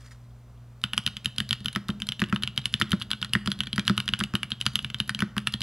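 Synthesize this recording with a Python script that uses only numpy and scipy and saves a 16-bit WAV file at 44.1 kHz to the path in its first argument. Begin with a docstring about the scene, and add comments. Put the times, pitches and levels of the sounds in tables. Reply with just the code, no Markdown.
"""Small damped room, wooden desk: fast typing on a mechanical keyboard close to one microphone.
Each contact rings the hollow keycap, the soft plate under the switches and the stem as decaying modes,
then thumps the desk top; shaped noise swells faintly around it and gives the rattle of loose keys and case.
A fan hums as wavering sines over noise for room air; at first a hand slides off the mouse, as grainy
noise with ticks."""
import sys
import numpy as np
from scipy import signal
from scipy.fft import rfft, irfft, next_fast_len
from scipy.io import wavfile
from scipy.ndimage import map_coordinates

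SR = 44100
rng = np.random.default_rng(int(sys.argv[2]) if len(sys.argv) > 2 else 0)


def linear_from_db(decibels):
    """Turn decibels (scalar or array-like) into linear amplitude factors; 0 gives 1."""
    return 10 ** (np.asarray(decibels, float) / 20)


def generate_wav(sig):
    """Save sig (samples, or channels by samples) to the path in sys.argv[1] as 16-bit PCM at SR."""
    pcm = np.round(np.clip(np.atleast_2d(sig).T, -1, 1) * 32767).astype(np.int16)
    wavfile.write(sys.argv[1], SR, pcm)


N = 247842

# Louder letter-key contacts, some of them bounces or ringing on. Each row: start in seconds,
# cap level in dB, cap pitch in Hz, plate level in dB, Hz where the plate rings best under this key,
# stem level in dB, desk level in dB; all levels relative.
LETTER_KEYS = [(0.839, -13, 3034, -16.5, 1510, -31.0, -26), (0.9341, -18.5, 2940, -20, 1630, -33.5, -33.5),
               (0.9785, -12, 3010, -15, 1390, -25.5, -26), (1.0643, -13, 3100, -24.5, 1610, -25, -25.5),
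               (1.0759, -18.5, 2950, -22, 1410, -37, -31), (1.1682, -24.5, 3000, -35.5, 1580, -38, -47),
               (1.258, -13.5, 3070, -22, 1750, -30, -23.5), (1.383, -17, 3180, -26.5, 1740, -30, -26.5),
               (1.4029, -18, 3020, -18, 1500, -31.5, -21.5), (1.509, -14.5, 3210, -23, 1810, -32.5, -24),
               (1.5291, -16, 2890, -18.5, 1750, -26.5, -54), (1.6586, -17.5, 3100, -20.5, 1525, -30.5, -27),
               (1.6832, -20.5, 3010, -28, 1800, -40, -57), (1.7508, -24.5, 3100, -28, 1460, -42.5, -34),
               (1.9026, -25.5, 3150, -30, 1550, -46, -45), (2.02, -19.5, 3130, -25, 1800, -38.5, -29),
               (2.089, -17, 3200, -31, 1780, -33, -32.5), (2.121, -20.5, 3050, -31, 1970, -37.5, -44),
               (2.1946, -23.5, 2920, -29, 1840, -43.5, -30), (2.2393, -24.5, 2900, -24, 1580, -43.5, -49),
               (2.3611, -20.5, 2970, -17.5, 1390, -42, -47), (2.4349, -15.5, 3080, -21, 1780, -33, -26),
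               (2.4754, -19, 2930, -24.5, 1430, -40, -35), (2.577, -12.5, 3140, -22, 1860, -30.5, -25),
               (2.6563, -14.5, 3000, -24, 2000, -27.5, -32), (2.74, -11.5, 3080, -19.5, 1800, -30, -24.5),
               (2.8202, -14.5, 3050, -38, 1460, -35, -32), (2.9185, -15, 3140, -31, 1780, -28, -24),
               (3.015, -25.5, 2950, -23.5, 1430, -49, -56), (3.0205, -23, 3110, -40, 1710, -39.0, -45),
               (3.025, -35, 3300, -38, 1700, -44, -59), (3.1143, -16, 3320, -22.5, 1510, -30, -59),
               (3.1324, -19, 2920, -21.5, 1490, -40, -32), (3.2275, -17, 2980, -19.5, 1450, -38, -31),
               (3.2467, -26, 3300, -23.5, 1480, -38, -58), (3.3349, -13.5, 2920, -35, 1900, -25.5, -27),
               (3.5174, -16.5, 3350, -21.5, 1470, -36.5, -32), (3.6054, -14.5, 3000, -20, 1600, -33, -26),
               (3.635, -29, 3270, -28, 1480, -46, -62), (3.6707, -26.5, 3230, -27.5, 1860, -44.5, -32.5),
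               (3.7303, -17.5, 3207, -31, 1930, -38, -23.5), (3.795, -20, 3330, -21, 1930, -35, -58),
               (3.879, -11.5, 3010, -12, 1510, -25.5, -25.5), (3.9784, -12, 2980, -13, 1420, -30.5, -23.5),
               (4.0021, -18, 2930, -20, 1420, -32, -47), (4.079, -17, 3320, -18.5, 1470, -35.5, -56),
               (4.089, -16.5, 2950, -21.5, 1440, -36, -29), (4.1366, -14, 2950, -13, 1430, -36, -31),
               (4.203, -23, 3230, -23, 1520, -35.5, -31), (4.2377, -18.5, 2920, -31, 1850, -31.0, -30),
               (4.353, -15, 2990, -14.5, 1530, -31, -39), (4.4315, -19.5, 2880, -18.5, 1900, -34, -29),
               (4.5186, -16.5, 3200, -28, 1800, -42.5, -28.5), (4.6122, -17, 3020, -42, 1870, -31.5, -38),
               (4.6645, -10.5, 3020, -12.5, 1520, -23.5, -22), (4.7561, -12.5, 3100, -24, 1750, -25.5, -28),
               (4.7907, -21, 2970, -24, 1640, -43, -33), (4.8463, -18.5, 2900, -23, 1830, -41.5, -26.5),
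               (4.9013, -28, 2850, -33, 1740, -44.5, -37), (4.9446, -20.5, 3160, -25.5, 1800, -41, -31.5),
               (5.0018, -14, 3070, -22, 1800, -30, -20.5), (5.094, -23, 3200, -13.5, 1700, -30.5, -36),
               (5.148, -21, 3100, -29, 1710, -39, -30.5), (5.1911, -28, 2540, -26, 1840, -37.5, -31),
               (5.2052, -23, 3010, -20, 1830, -34, -35), (5.3801, -17.5, 2900, -15.5, 1590, -31.0, -34),
               (5.4719, -13, 2780, -15.5, 1880, -24.5, -27), (5.5393, -16, 3230, -25, 1800, -34.5, -23),
               (5.6175, -20, 3080, -44, 2010, -34, -39)]
# Space bar going down, then springing back. Each row: start in seconds, cap level in dB,
# plate level in dB, Hz where the plate rings best, stem level in dB, desk level in dB; levels relative.
SPACE_BAR = [(1.76, -23.5, -12, 1490, -33, -19), (1.8899, -32, -18, 1310, -43, -18.5),
             (2.2181, -21.5, -9, 1600, -33.5, -17), (2.3262, -25.5, -10.5, 1370, -38.5, -15.5),
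             (2.8138, -22, -7.5, 1580, -32.0, -16.5), (2.9307, -27.5, -12.5, 1330, -45, -15),
             (3.352, -24, -8.5, 1710, -34, -16.5), (3.4745, -18, -16.5, 1320, -33.5, -17.5),
             (3.78, -24, -10, 1610, -35.5, -18), (3.8968, -26, -10, 1340, -33.5, -13.5),
             (4.21, -32, -13, 1470, -43.0, -19.5), (4.338, -32, -16, 1290, -41, -17),
             (5.2217, -27, -11, 1540, -36, -17.5), (5.3665, -33.5, -17.5, 1280, -40, -21.5)]
# Fingers landing on caps and keys rattling lightly. Each row: start in seconds, relative levels in dB
# of cap, stem and desk.
LIGHT_TOUCHES = [(.816, -50, -55, -62), (0.967, -48, -47, -32), (1.0378, -52, -54, -42),
                 (1.246, -33, -38.5, -35), (1.362, -43, -49, -47), (1.4912, -30, -37.5, -37),
                 (1.6051, -40, -52, -33.5), (1.646, -34, -43, -29), (1.729, -50, -39.5, -57),
                 (1.8844, -33, -38, -58), (2.0017, -36.5, -46, -33), (2.069, -34, -44, -41),
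                 (2.2016, -35, -36.5, -49), (2.2594, -46, -60, -35), (2.287, -39, -53, -34),
                 (2.297, -34.5, -47, -35), (2.347, -43, -44, -27.5), (2.424, -28, -38, -48),
                 (2.562, -41, -49, -38), (2.616, -41, -58, -41), (2.6418, -39, -61, -54),
                 (2.667, -44, -48, -43), (2.727, -51, -45, -34), (2.7999, -43, -32, -29.5),
                 (2.827, -36, -60, -57), (2.857, -53, -66, -34), (2.895, -41, -54, -36),
                 (2.9067, -34, -39, -32), (2.999, -45, -48, -51), (3.0078, -37, -51, -45),
                 (3.1052, -30, -39, -35.5), (3.216, -29, -38, -28.5), (3.294, -43, -66, -36),
                 (3.46, -28.5, -33, -27), (3.503, -43, -42, -50), (3.525, -58, -45, -60),
                 (3.59, -42, -43, -31), (3.6581, -43, -59, -39), (3.7597, -33.5, -35.5, -31),
                 (3.852, -36, -48, -43), (3.862, -41, -49, -46), (3.8694, -31, -39, -38),
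                 (3.968, -45, -46, -29), (4.0574, -47, -47, -33), (4.1258, -42, -53, -27),
                 (4.1909, -41, -32, -28), (4.5047, -32, -41, -46), (4.513, -40, -58, -59),
                 (4.603, -42, -49, -48), (4.6557, -29, -41, -30), (4.735, -49, -51, -34),
                 (4.826, -51, -49, -32.5), (4.986, -40, -51, -71), (5.0772, -54, -44, -32),
                 (5.1034, -34, -60, -29.5), (5.524, -52, -41, -44), (5.536, -35, -47, -31),
                 (5.6069, -28, -35.5, -29)]
# Modes of switch plate and case. Each row: frequency in Hz, relative level in dB under a letter key,
# relative level in dB under a wide key, t60 in seconds.
PLATE_MODES = [(670, -30, 3, 0.018), (1170, -6.5, -6.5, 0.019), (1368, 0.5, 4.5, 0.013),
               (1482, -4.5, -4.5, 0.024), (1610, 1.5, 2, 0.012), (1800, 9.5, 11, 0.008),
               (2140, 12.5, 1, 0.0042), (2350, 9.5, -23, 0.012)]
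# Modes of stem and housing plastic. Each row: as for the plate.
STEM_MODES = [(3800, 15.5, 10, 0.0018), (4530, 6, 8, 0.0064), (5040, 2, 9.5, 0.0052),
              (6150, 3.5, -4, 0.0024), (6960, -3.5, -0.5, 0.006), (7840, 0, -2, 0.0035),
              (8770, 8, 4, 0.0019), (10060, 10.5, -2, 0.0035), (10730, 3.5, -3, 0.0047),
              (12960, -11, -7, 0.004)]
# Modes of the desk top. Each row: as for the plate.
DESK_MODES = [(97, -4.5, -39, 0.038), (130, -1, -6.5, 0.086), (204.6, -26, -18.5, 0.49),
              (192, -1, 3, 0.054), (239, -26, -21, 0.021), (338.3, -36, -14.5, 0.08),
              (607, -42, -25.5, 0.061)]
# Faint noise around each contact. Each row: frequency in Hz, relative density in dB per Hz.
SWELL_SPECTRUM = [(600, -19.5), (1500, 3.5), (3300, -4), (5500, -6), (8000, -15), (10200, -11.5),
                  (13000, -15), (17000, -78)]
# Loose neighbouring keys and case after a blow. 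Each row: frequency in Hz, relative density in dB per Hz.
BUZZ_SPECTRUM = [(500, -6), (900, -1), (1400, 4.5), (2300, 2.5), (3300, -1), (4800, -3), (6500, -16),
                 (10000, -14), (13000, -53), (17000, -41)]
# Hand sliding off the mouse. Each row: time in seconds, level in dB before the grain.
HAND_LEVEL = [(0.0, -61), (0.084, -58.5), (0.1, -66), (0.118, -58), (0.126, -59.5), (0.236, -82),
              (0.244, -73), (0.3, -91)]
# Skin on the mouse. Each row: frequency in Hz, relative density in dB per Hz.
SKIN_SPECTRUM = [(530, -44), (900, -17), (1070, -11), (1880, -9), (2470, -17), (4740, -14.5), (9200, -20.5),
                 (16000, -33)]
# Faint ticks of the mouse shell. Each row: start in seconds, relative level in dB, frequency in Hz.
MOUSE_TICKS = [(.028, -51, 3340), (0.043, -50, 1370), (.068, -50, 7300), (.074, -46, 4720),
               (.07, -54, 1800), (0.08, -46, 1900), (.11, -46, 1930), (.117, -39.5, 1880),
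               (.148, -52, 1400), (.25, -58, 4020), (.308, -58, 3370), (.575, -56, 3300)]
# Near surfaces. Each row: delay in seconds, level in dB.
NEAR_ECHOES = [(.009, -22), (0.0118, -24.5), (0.0204, -28.5)]
# Reverberation of the room. Each row: frequency in Hz, t60 in seconds.
ROOM_T60 = [(300, 1), (1200, 0.58), (3000, 0.47), (6000, 0.65), (12000, 0.27)]
# Fan lines. Each row: frequency in Hz, relative level in dB.
FAN_LINES = [(59.9, -54), (119.8, -47), (202, -69), (239.8, -64.5)]
# Room air and microphone hiss. Each row: frequency in Hz, relative density in dB per Hz.
AIR_SPECTRUM = [(15, -18), (40, -8), (53, 4), (62, 1.5), (75, -8), (100, -10.5), (160, -14), (240, -17.5),
                (320, -21), (620, -20.5), (920, -26), (1150, -23.5), (1860, -32), (3840, -36.5),
                (10000, -42), (16000, -41)]
# Microphone response. Each row: frequency in Hz, gain in dB.
MIC_RESPONSE = [(20, -10), (45, -3), (90, 0), (13000, 0), (15500, -3), (16200, -8), (16600, -50)]


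def unit(x):
    """Scales to rms 1."""
    return x / np.sqrt(np.mean(x ** 2) + 1e-20)


def along(points, hz):
    """Interpolates (Hz, value) points on a log frequency axis."""
    point_hz, value = np.transpose(points)
    return np.interp(np.log(hz + 1), np.log(point_hz + 1), value)


def wobble(knots_per_s):
    """Smooth random curve through normal knots."""
    knots = rng.standard_normal(int(N * knots_per_s / SR) + 4)
    return map_coordinates(knots, [np.arange(N) * knots_per_s / SR])


def filtered(x, response):
    """Multiplies the spectrum of x by a complex response of frequency."""
    size = next_fast_len(N + 8192)
    hz = np.fft.rfftfreq(size, 1 / SR)
    return irfft(rfft(x, size) * response(hz), size)[..., :N]


def coloured(spectrum):
    """Noise of rms 1 with the given spectrum."""
    return unit(filtered(rng.standard_normal(N), lambda hz: linear_from_db(along(spectrum, hz))))


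def steep(x, hz, kind):
    """Causal fourth-order Butterworth filter."""
    return signal.sosfilt(signal.butter(4, hz, kind, fs=SR, output="sos"), x)


def ring(t, hz, db, t60_s, rise_s):
    """One mode that swells while the contact lasts, then dies."""
    return linear_from_db(db - 60 * t / t60_s) * (1 - np.exp(-t / rise_s)) * np.sin(2 * np.pi * hz * t)


def add(track, start_s, sound):
    """Mixes a sound in at a time."""
    part = track[round(start_s * SR):][:len(sound)]
    part += sound[:len(part)]


def contacts():
    """Contacts as (s, cap dB, cap Hz, plate dB, stem dB, desk dB, plate Hz, 1 for a wide key)."""
    rows = [(s, cap_db, cap_hz, plate_db, stem_db, desk_db, plate_hz, 0)
            for s, cap_db, cap_hz, plate_db, plate_hz, stem_db, desk_db in LETTER_KEYS]
    for s, cap_db, plate_db, plate_hz, stem_db, desk_db in SPACE_BAR:
        cap_hz = 3100 * rng.uniform(0.817, 1.18)
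        rows.append((s, cap_db, cap_hz, plate_db, stem_db, desk_db, plate_hz, 1))
    # a letter key's slack closes 4 to 6 ms before each louder contact
    slack = [(s - rng.uniform(0.004, 0.006), cap_db - 35, cap_db - 45, -37.5)
             for s, cap_db, *_ in LETTER_KEYS]
    for s, cap_db, stem_db, desk_db in [*LIGHT_TOUCHES, *slack]:
        cap_hz, plate_hz = rng.uniform(2670, 4180), rng.uniform(1300, 1900)
        plate_db = cap_db - 4.5 + 1.5 * rng.normal()
        rows.append((s, cap_db, cap_hz, plate_db, stem_db, desk_db, plate_hz, 0))
    return rows


def chatter(softness):
    """A first touch, then tiny rebounds scattered over milliseconds; light contacts chatter more."""
    taps = np.zeros(SR // 150)
    taps[0] = 1
    delay, size = rng.uniform(0.05, 1, 12), rng.normal(0, 1, 12)  # delay as a share of the taps
    rebounds = size * (0.065 + 0.3 * softness) * linear_from_db(-12 * delay)
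    np.add.at(taps, (delay * (len(taps) - 1)).astype(int), rebounds)
    return taps / np.linalg.norm(taps)


def key_clicks(keys):
    """Cap, plate and stem modes ring together at every contact, at slightly new strengths and pitches."""
    undamped_cap_t60_s, finger_damping_db = 0.0077, 2.5
    snap_db, snap_t60_s = -3, 0.0021  # bright snap at the first instant
    focus_db, max_loss_db = 48, 12  # plate loss one octave off its best Hz, and its ceiling
    out, t = np.zeros(N), np.arange(SR // 20) / SR
    detune = lambda: rng.normal(1, 0.02)
    uneven_db = lambda: rng.normal(0, 2)
    for s, cap_db, cap_hz, plate_db, stem_db, _, plate_hz, wide in keys:
        softness = np.clip((-18.5 - max(cap_db, plate_db)) / 14, 0, 1)

        # a lightly touched cap is damped by the finger
        damping_db = uneven_db() / 2 + finger_damping_db * softness
        cap = ring(t, cap_hz, 8.97, undamped_cap_t60_s * linear_from_db(-damping_db), 0.00023)
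        # a weaker neighbour beats against the cap wall's main mode
        cap += ring(t, cap_hz * rng.uniform(1.064, 1.237), 7.0, 0.006, 0.00079)

        plate = np.zeros(len(t))
        for hz, letter_db, wide_db, t60_s in PLATE_MODES:
            loss_db = np.minimum(focus_db * np.log2(hz / plate_hz) ** 2, max_loss_db)
            mode_db = letter_db + wide * (wide_db - letter_db) - loss_db + uneven_db()
            plate += ring(t, hz * detune(), mode_db, t60_s, 0.00093)

        stem = np.zeros(len(t))
        for hz, letter_db, wide_db, t60_s in STEM_MODES:
            mode_db = letter_db + wide * (wide_db - letter_db) + 1.35 * uneven_db()
            stem += rng.choice([-1, 1]) * ring(t, hz * detune(), mode_db, t60_s, 0.00021)
        snap = np.convolve(rng.standard_normal(len(t)), [1, 1, -1, -1], "same")
        stem += linear_from_db(snap_db - 60 * t / snap_t60_s) * snap

        click = -linear_from_db(cap_db) * cap - linear_from_db(plate_db - 3.5) * plate + linear_from_db(stem_db + 1.0) * stem
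        add(out, s, signal.fftconvolve(click, chatter(softness)))
    return out


def desk_thumps(keys):
    """The blow reaches the desk through case and mat milliseconds later, each key type weighting its modes."""
    out, t = np.zeros(N), np.arange(SR // 3) / SR
    mat = 1 - np.exp(-t / 0.000069)  # the soft mat rounds the push
    for s, *_, desk_db, _, wide in keys:
        thump = np.zeros(len(t))
        for hz, letter_db, wide_db, t60_s in DESK_MODES:
            mode_db = letter_db + wide * (wide_db - letter_db) + rng.normal(0, 1.6)
            thump += ring(t, hz * rng.normal(1, 0.012), mode_db, t60_s, 0.0035)
        add(out, s + 0.00414 - 0.0012 * wide, linear_from_db(desk_db + 3) * mat * thump)
    return out


def noise_swells(keys):
    """Faint noise swells for milliseconds before each contact and fades after it."""
    level, t = np.zeros(N), np.arange(-SR // 50, SR // 50) / SR
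    slope_db = np.where(t < 0, -14 + 60 * t / 0.024, -2 - 60 * t / 0.026)
    for s, _, _, _, stem_db, *_ in keys:
        add(level, s + t[0], linear_from_db(stem_db + slope_db))
    return level * coloured(SWELL_SPECTRUM)


def loose_buzz(keys):
    """Every blow shakes the neighbouring keys and the case into a brief dense rattle."""
    power, t = np.zeros(N), np.arange(SR // 5) / SR
    swell_and_decay = (1 - np.exp(-t / 0.0032)) * linear_from_db(-30.5 - 60 * t / 0.13) ** 2
    for s, cap_db, _, plate_db, *_ in keys:
        add(power, s, (linear_from_db(cap_db) ** 2 + linear_from_db(plate_db) ** 2) * swell_and_decay)
    grains = unit(linear_from_db(5.4 * wobble(350)))  # separate small parts knock unevenly
    return np.sqrt(power) * grains * coloured(BUZZ_SPECTRUM)


def room(x):
    """Near surfaces each return a smeared copy; a diffuse tail decays, new for each tenth of a second."""
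    out, step = np.zeros(N), SR // 10
    decay = linear_from_db(-60 * np.arange(SR // 100) / SR / 0.012)
    smear = decay / np.linalg.norm(decay)
    for start in range(0, N, step):
        hz, t, bins = signal.stft(rng.standard_normal(SR // 2), SR, nperseg=128)
        fade = linear_from_db(-60 * t / along(ROOM_T60, hz)[:, None])
        tail = signal.istft(bins * fade, SR, nperseg=128)[1]
        tail *= linear_from_db(-19) / np.linalg.norm(tail)
        for delay_s, db in NEAR_ECHOES:
            add(tail, delay_s, linear_from_db(db) * smear * rng.standard_normal(len(smear)))
        add(out, start / SR, signal.fftconvolve(x[start:start + step], tail))
    return out


def hand_off_mouse():
    """Skin rubs the mouse in uneven grains of noise and its shell ticks as short modes."""
    time_s, level_db = np.transpose(HAND_LEVEL)
    grain_db = 3.5 * wobble(200)
    level = linear_from_db(np.interp(np.arange(N) / SR, time_s, level_db, right=-120) + grain_db)
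    out, t = level * coloured(SKIN_SPECTRUM), np.arange(SR // 40) / SR
    for s, db, hz in MOUSE_TICKS:
        add(out, s, ring(t, hz, db, 0.016, 0.00046))
    return out


def fan_and_air():
    """Fan lines waver slightly in level and phase over nearly steady room air and hiss."""
    t, fan = np.arange(N) / SR, np.zeros(N)
    for hz, db in FAN_LINES:
        level = linear_from_db(db + 1.0 + 0.8 * wobble(6))
        fan += level * np.sin(2 * np.pi * hz * t + 0.12 * wobble(3.6))
    air_db = -54 + 0.093 * wobble(3.7)
    return fan + linear_from_db(air_db) * coloured(AIR_SPECTRUM)


def scene():
    """All reaches one microphone; the small keyboard radiates no bass, the heavy desk no treble."""
    keys = contacts()
    struck = steep(key_clicks(keys), 920, "high") + noise_swells(keys)
    struck += steep(desk_thumps(keys), 1020, "low")
    mix = struck + room(struck) + loose_buzz(keys) + hand_off_mouse() + fan_and_air()
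    return np.tile(mix, (2, 1))


def band_limit(x):
    """A steep low-pass at the top of the band."""
    return signal.sosfilt(signal.butter(12, 16530, fs=SR, output="sos"), x)


def record(dry):
    """Microphone response on both channels; the left lags by about a sample."""
    left_lag_s, phase_corner_hz = 2.1e-5, 1040

    def response(hz):
        half_turn = np.pi * hz * left_lag_s * hz / np.hypot(hz, phase_corner_hz)  # radians
        return linear_from_db(along(MIC_RESPONSE, hz)) * np.exp(1j * half_turn * np.array([[-1], [1]]))

    return band_limit(filtered(dry, response))


dry = scene()
out = record(dry)
generate_wav(out)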